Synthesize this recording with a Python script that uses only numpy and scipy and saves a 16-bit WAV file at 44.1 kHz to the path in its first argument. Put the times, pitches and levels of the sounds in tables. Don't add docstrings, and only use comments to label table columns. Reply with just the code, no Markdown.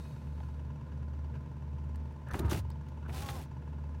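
import sys
import numpy as np
from scipy import signal
from scipy.fft import rfft, irfft
from scipy.io import wavfile

SR = 44100
rng = np.random.default_rng(int(sys.argv[2]) if len(sys.argv) > 2 else 0)


def output_pcm(signal):
    pcm = np.clip(np.atleast_2d(signal).T, -1, 1) * 32767
    wavfile.write(sys.argv[1], SR, np.round(pcm).astype(np.int16))


N = 176400
T = np.arange(N) / SR
CRANK_HZ, FIRST_TICK_S = 18.5, 0.00056


def from_db(db):
    return 10 ** (np.asarray(db) / 20)


def unit_rms(x):
    return x / np.sqrt(np.mean(x ** 2) + 1e-20)


def envelope(points):
    times, db = np.transpose(points)
    return from_db(np.interp(T, times, db, left=-200, right=-200))


def colour(x, points, tilt_db=0):
    hz, db = np.transpose(points)
    octave = np.log2(np.maximum(np.fft.rfftfreq(len(x), 1 / SR), 1))
    low_cut_db = 20 * np.minimum(octave - np.log2(hz[0]), 0)
    gain = from_db(np.interp(octave, np.log2(hz), db) + tilt_db * octave + low_cut_db)
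    return unit_rms(irfft(rfft(x) * gain, len(x)))


def drift(rate_hz, step=40, settle=2000):
    pole = np.exp(-2 * np.pi * rate_hz * step / SR)
    noise = rng.standard_normal(N // step + settle + 2)
    slow = signal.lfilter([1], [1, -2 * pole, pole * pole], noise)[settle:]
    return np.interp(np.arange(N) / step, np.arange(len(slow)), unit_rms(slow))


def sine(hz):
    return np.sqrt(2) * np.sin(2 * np.pi * (np.cumsum(hz) / SR + rng.random()))


def ring(force, hz, t60):
    r, w = np.exp(-np.log(1000) / (t60 * SR)), 2 * np.pi * hz / SR
    return signal.lfilter([0, np.sin(w)], [1, -2 * r * np.cos(w), r * r], force + 1e-18)


def resonate(force, modes):
    return unit_rms(sum(from_db(db) * unit_rms(ring(force, hz, t60)) for hz, db, t60 in modes))


def with_noise(x, share):
    return np.sqrt(share) * x + np.sqrt(1 - share) * rng.standard_normal(N)


def cyclic_noise(share):
    cycle = rng.standard_normal(int(2 * SR / CRANK_HZ))
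    return with_noise(np.resize(cycle, N), share)


def engine(firing_hz=74.5, surge_depth=0.45, surge_decay_s=0.12):
    # (time [s], level [dB])
    hum_swell = [(0, -40.5), (.14, -51), (.3, -39.5), (.65, -40.5), (.83, -48.5), (.95, -40), (1.26, -38),
                 (1.5, -48.5), (1.7, -39.5), (2.0, -37), (2.23, -48.5), (2.45, -34.5), (2.68, -38.5),
                 (2.88, -45.5), (3.11, -39), (3.45, -47), (3.75, -39.5), (4, -39.5)]
    # (frequency [Hz], level [dB])
    partials = [(124, -56), (130, -53), (146.5, -50.5), (222.8, -58), (260, -64), (484, -72), (888, -71.5),
                (1023, -70)]
    # (frequency [Hz], relative density [dB])
    rumble_spectrum = [(25, -33), (45, -6.5), (62, -4), (90, -5.5), (120, 3.5), (165, -4), (200, -9),
                       (280, -10.5), (400, -21), (700, -38), (1500, -60)]
    clatter_spectrum = [(200, -11), (400, 0.5), (620, 3.5), (760, -13), (870, 2.5), (1050, -4), (1230, -8),
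                        (1430, -7.5), (2200, -14.5), (2700, -16.5), (4000, -23), (5900, -25), (7700, -31),
                        (9600, -35), (15500, -42)]
    hum = envelope(hum_swell) * sine(firing_hz + 0.32 * drift(1.12))
    tones = sum(from_db(db) * (1 + 0.31 * drift(14.5)) * sine(hz + 0.75 * drift(2.38))
                for hz, db in partials)
    since_tick = (T - FIRST_TICK_S) % (1 / CRANK_HZ)
    strength = 1 + 0.12 * drift(14)
    surge = unit_rms(1 + surge_depth * strength * np.exp(-since_tick / surge_decay_s))
    clatter = from_db(-60.5) * surge * colour(cyclic_noise(share=0.61), clatter_spectrum)
    rumble = from_db(-49) * colour(cyclic_noise(share=0.6), rumble_spectrum)
    return hum + tones + clatter + rumble


def valve_ticks(lead_s=0.002, decay_s=0.002):
    # (frequency [Hz], relative level [dB], t60 [s])
    valve_modes = [(922, 12.5, 0.017), (1412, 3, 0.061), (1649, -1, 0.062), (2620, -5, 0.034),
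                   (2897, -6, 0.037), (4484, -11.5, 0.018), (5824, -11, 0.053), (7000, -17.5, 0.069),
                   (8700, -18, 0.031)]
    since_tick = (T - FIRST_TICK_S + lead_s) % (1 / CRANK_HZ)
    repeating = rng.standard_normal(N)[(since_tick * SR).astype(int)]
    chatter = with_noise(repeating, share=0.7)
    blows = chatter * since_tick * np.exp(-since_tick / decay_s) * (1 + 0.12 * drift(17))
    return from_db(-64.5) * resonate(blows, valve_modes)


def sleeve():
    # (time [s], level [dB])
    swish_level = [(0, -64), (.1, -68), (.2, -72), (.32, -76.5), (.43, -72), (.6, -81), (.8, -98)]
    # (frequency [Hz], relative density [dB])
    swish_spectrum = [(500, -8), (1500, 1), (3000, -13), (4000, 6.5), (5500, -2), (10000, -4), (15500, -11)]
    # (frequency [Hz], relative level [dB], t60 [s])
    squeak_modes = [(2540, 5, 0.1), (2770, -1, 0.071), (3830, 2, 0.027), (4480, -2, 0.031), (6460, -3, .03),
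                    (8600, -15, .03)]
    friction = rng.standard_normal(N)
    squeak = from_db(-4) * resonate(friction, squeak_modes)
    return envelope(swish_level) * unit_rms(colour(friction, swish_spectrum) + squeak)


def trim_rubs():
    # (time [s], level [dB], rise [s], fall [s], squeak frequency [Hz], relative squeak level [dB])
    rubs = [(1.343, -55, .009, .007, 570, 4), (1.361, -56.5, 0.012, 0.012, 1600, -4),
            (2.313, -42, 0.01, 0.012, 1740, 7), (2.289, -52, 0.015, 0.016, 1700, 1),
            (3.064, -50.5, 0.01, .007, 1520, 4)]
    # (frequency [Hz], relative density [dB])
    rub_spectrum = [(250, -5), (560, -1), (850, -10), (1600, -3), (2500, -5), (3500, -17), (15000, -38)]
    out = np.zeros(N)
    for peak_s, db, rise, fall, hz, squeak_db in rubs:
        friction = rng.standard_normal(N)
        swell = np.exp(-np.maximum((peak_s - T) / rise, (T - peak_s) / fall))
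        squeak = from_db(squeak_db) * unit_rms(ring(friction, hz, t60=0.01))
        out += from_db(db) * swell * unit_rms(colour(friction, rub_spectrum) + squeak)
    return out


def clicks(attack_s=0.00022, size=8192):
    # (time [s], level [dB], tilt [dB/octave], t60 [s], ring frequency [Hz], relative ring level [dB])
    contacts = [(0.404, -48.5, -4, 0.014, 3300, -12), (.407, -50.5, -10, .025, 900, -3),
                (1.353, -55, -1, .03, 1000, -3), (1.9574, -54, 8, 0.024, 9100, -14),
                (2.1235, -64, 5, 0.016, 11000, -9), (2.286, -57, 9, 0.012, 11900, -7),
                (2.3102, -51, 7, .05, 6200, -7), (2.326, -57, 9, .025, 11500, -11),
                (2.3427, -35, -3, 0.05, 2900, -12), (2.349, -38, -8, .05, 800, 0),
                (2.3916, -37, 8, 0.025, 2700, -15), (2.3942, -38.5, 8, .02, 14500, -10),
                (2.447, -47.5, 0, 0.09, 1650, -15), (2.482, -47, 3, .025, 1700, -8),
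                (2.4975, -45, 9, .02, 6000, -9), (2.5123, -38, 7, .015, 6300, -2),
                (2.515, -38, -6, 0.06, 1630, -5.5), (2.5312, -40, 10, 0.025, 2950, -1),
                (2.547, -42, 6, 0.035, 2630, 0), (2.5731, -45, 9, .03, 7500, -9),
                (2.7018, -50.5, 8.5, 0.018, 8800, -12), (2.714, -58.5, -1, 0.048, 5060, -4),
                (2.8848, -58.5, 6.5, 0.043, 6800, -8), (3.0949, -50, 5, 0.04, 2570, 2.5),
                (3.2878, -39, 0, .028, 4000, -2), (3.2892, -40.5, -2, .028, 1850, -2),
                (3.4241, -54, 10, 0.018, 14000, -8), (3.438, -55.5, 9.5, 0.022, 8650, -10)]
    # (frequency [Hz], relative density [dB])
    click_spectrum = [(300, -19), (800, 26), (1800, 21.5), (2900, 9), (4200, 7), (5500, -6), (9000, -6.5),
                      (15500, -18)]
    out, t = np.zeros(N + size), np.arange(size) / SR
    for onset_s, db, tilt_db, t60, hz, ring_db in contacts:
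        start, noise = int(onset_s * SR), rng.standard_normal(size)
        shape = np.minimum(t / attack_s, 1) * np.exp(-np.log(1000) * t / t60)
        ringing = from_db(ring_db) * unit_rms(ring(noise, hz, t60=0.004))
        out[start:start + size] += from_db(db) * shape * (colour(noise, click_spectrum, tilt_db) + ringing)
    return out[:N]


def door_thumps():
    # (time [s], impulse level [dB], duration [s])
    pulses = [(2.346, -37, 0.0006), (2.397, -30.5, 0.00042), (2.439, -27, 0.0039), (2.516, -28.5, 0.00079),
              (2.566, -22.5, 0.0075), (2.618, -26, 0.0085)]
    # (frequency [Hz], gain [dB], t60 [s])
    door_modes = [(83, -3.5, 0.15), (101, 1, 0.13), (155.6, -2, 0.091), (204, -7, 0.11), (296, -3.5, 0.067),
                  (343, 2.5, 0.065), (404, -4.5, 0.072), (611, -12, 0.12), (870, -20, 0.039)]
    force = np.zeros(N)
    for onset_s, db, duration in pulses:
        push = np.sin(np.pi * np.clip((T - onset_s) / duration, 0, 1)) ** 2
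        force += from_db(db) * push / push.sum()
    return sum((-1) ** k * from_db(db) * ring(force, hz, t60) for k, (hz, db, t60) in enumerate(door_modes))


def glass_scrape(cracks_per_s=5000, slips_per_s=170, slip_decay_s=0.0012, slip_depth=0.8):
    # (time [s], level [dB])
    drag_levels = [
        [(2.335, -49), (2.348, -53), (2.405, -56), (2.42, -64), (2.44, -85), (2.455, -56.5), (2.488, -71),
         (2.50, -44), (2.52, -44), (2.55, -46), (2.59, -49), (2.605, -58), (2.62, -81)],
        [(3.08, -66), (3.12, -61), (3.134, -51.5), (3.225, -47.5), (3.245, -53.5), (3.285, -50), (3.297, -45.5),
         (3.32, -52), (3.39, -54), (3.43, -58.5), (3.46, -71)],
    ]
    # (frequency [Hz], relative density [dB])
    scrape_spectrum = [(200, -6), (700, 1.5), (1400, -3), (2700, -1.5), (3100, -2.5), (3800, -2.5),
                       (4800, -5), (8000, -8), (11000, -9.5), (13000, -11.5), (15500, -11.5)]
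    # (frequency [Hz], relative level [dB], t60 [s])
    pane_modes = [(865, 9, 0.095), (1650, 2, 0.013), (2110, 1, 0.033), (2800, -9, 0.017),
                  (2920, -10, 0.018), (3690, -6, 0.029), (4000, -23, 0.046), (6700, -9, 0.015)]
    crack_onsets = rng.random(N) < cracks_per_s / SR
    polarity = rng.choice([-1, 1], N)
    crack_db = 1.5 * np.minimum(rng.exponential(1, N), 5)
    rasp = with_noise(unit_rms(crack_onsets * polarity * from_db(crack_db)), share=0.35)
    slip_onsets = 1.0 * (rng.random(N) < slips_per_s / SR)
    slips = signal.lfilter([1], [1, -np.exp(-1 / (slip_decay_s * SR))], slip_onsets)
    rasp *= 1 + slip_depth * slips
    drag = sum(envelope(burst) for burst in drag_levels)
    flutter = from_db(0.7 * drift(45))
    pane = from_db(-12) * resonate(rasp, pane_modes)
    return drag * flutter * unit_rms(colour(rasp, scrape_spectrum) + pane)


def window_motor(meshes_per_turn=3, jitter=0.011, roughness=0.2, fade_in_s=0.0054, fade_out_s=0.031):
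    # (time [s], mesh frequency [Hz])
    speeds = [
        [(2.33, 220), (2.352, 276.6), (2.405, 303), (2.44, 315.2), (2.49, 301.6), (2.53, 256.8), (2.61, 162)],
        [(3.085, 208), (3.122, 251.6), (3.184, 260), (3.238, 275), (3.30, 271), (3.362, 267.4), (3.39, 238),
         (3.44, 140)],
    ]
    # (time [s], level [dB])
    whine_levels = [
        [(2.33, -50.5), (2.61, -50.5)],
        [(3.085, -50), (3.102, -49), (3.122, -55), (3.16, -51), (3.19, -59), (3.235, -48), (3.36, -50),
         (3.44, -57)],
    ]
    # (multiple of the mesh frequency, relative level [dB])
    harmonics = [(1, -12.5), (2, -9.5), (3, -5), (4, -7.5), (5, -17.5), (6, -42)]
    rumble_levels = [-36, -45.5]
    shake_levels = [-44, -46]
    # (frequency [Hz], relative density [dB])
    rumble_spectrum = [(35, -14), (70, 7), (98, 2.5), (140, 0), (200, -7.5), (370, -10), (500, -19.5),
                       (850, -23.5), (1400, -25.5), (2500, -36.5), (6000, -60)]
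    out = np.zeros(N)
    for speed, whine_level, rumble_db, shake_db in zip(speeds, whine_levels, rumble_levels, shake_levels):
        times, hz = np.transpose(speed)
        mesh_hz = np.interp(T, times, hz) * (1 + jitter * drift(41.7))
        running = np.clip((T - times[0]) / fade_in_s, 0, 1) * np.clip((times[-1] - T) / fade_out_s, 0, 1)
        whine = sum(from_db(db) * (1 + roughness * drift(26)) * sine(k * mesh_hz) for k, db in harmonics)
        shake = from_db(shake_db) * (mesh_hz / hz.max()) ** 2 * sine(mesh_hz / meshes_per_turn)
        rumble = from_db(rumble_db) * colour(rng.standard_normal(N), rumble_spectrum)
        out += running * (envelope(whine_level) * whine + shake + rumble)
    return out


def scene():
    background = engine() + valve_ticks() + sleeve() + trim_rubs()
    window = clicks() + door_thumps() + glass_scrape() + window_motor()
    return (background + window)[None]


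def record(dry, cutoff_hz=15850):
    return signal.sosfilt(signal.ellip(12, .1, 80, cutoff_hz, fs=SR, output="sos"), dry)


dry = scene()
out = record(dry)
output_pcm(out)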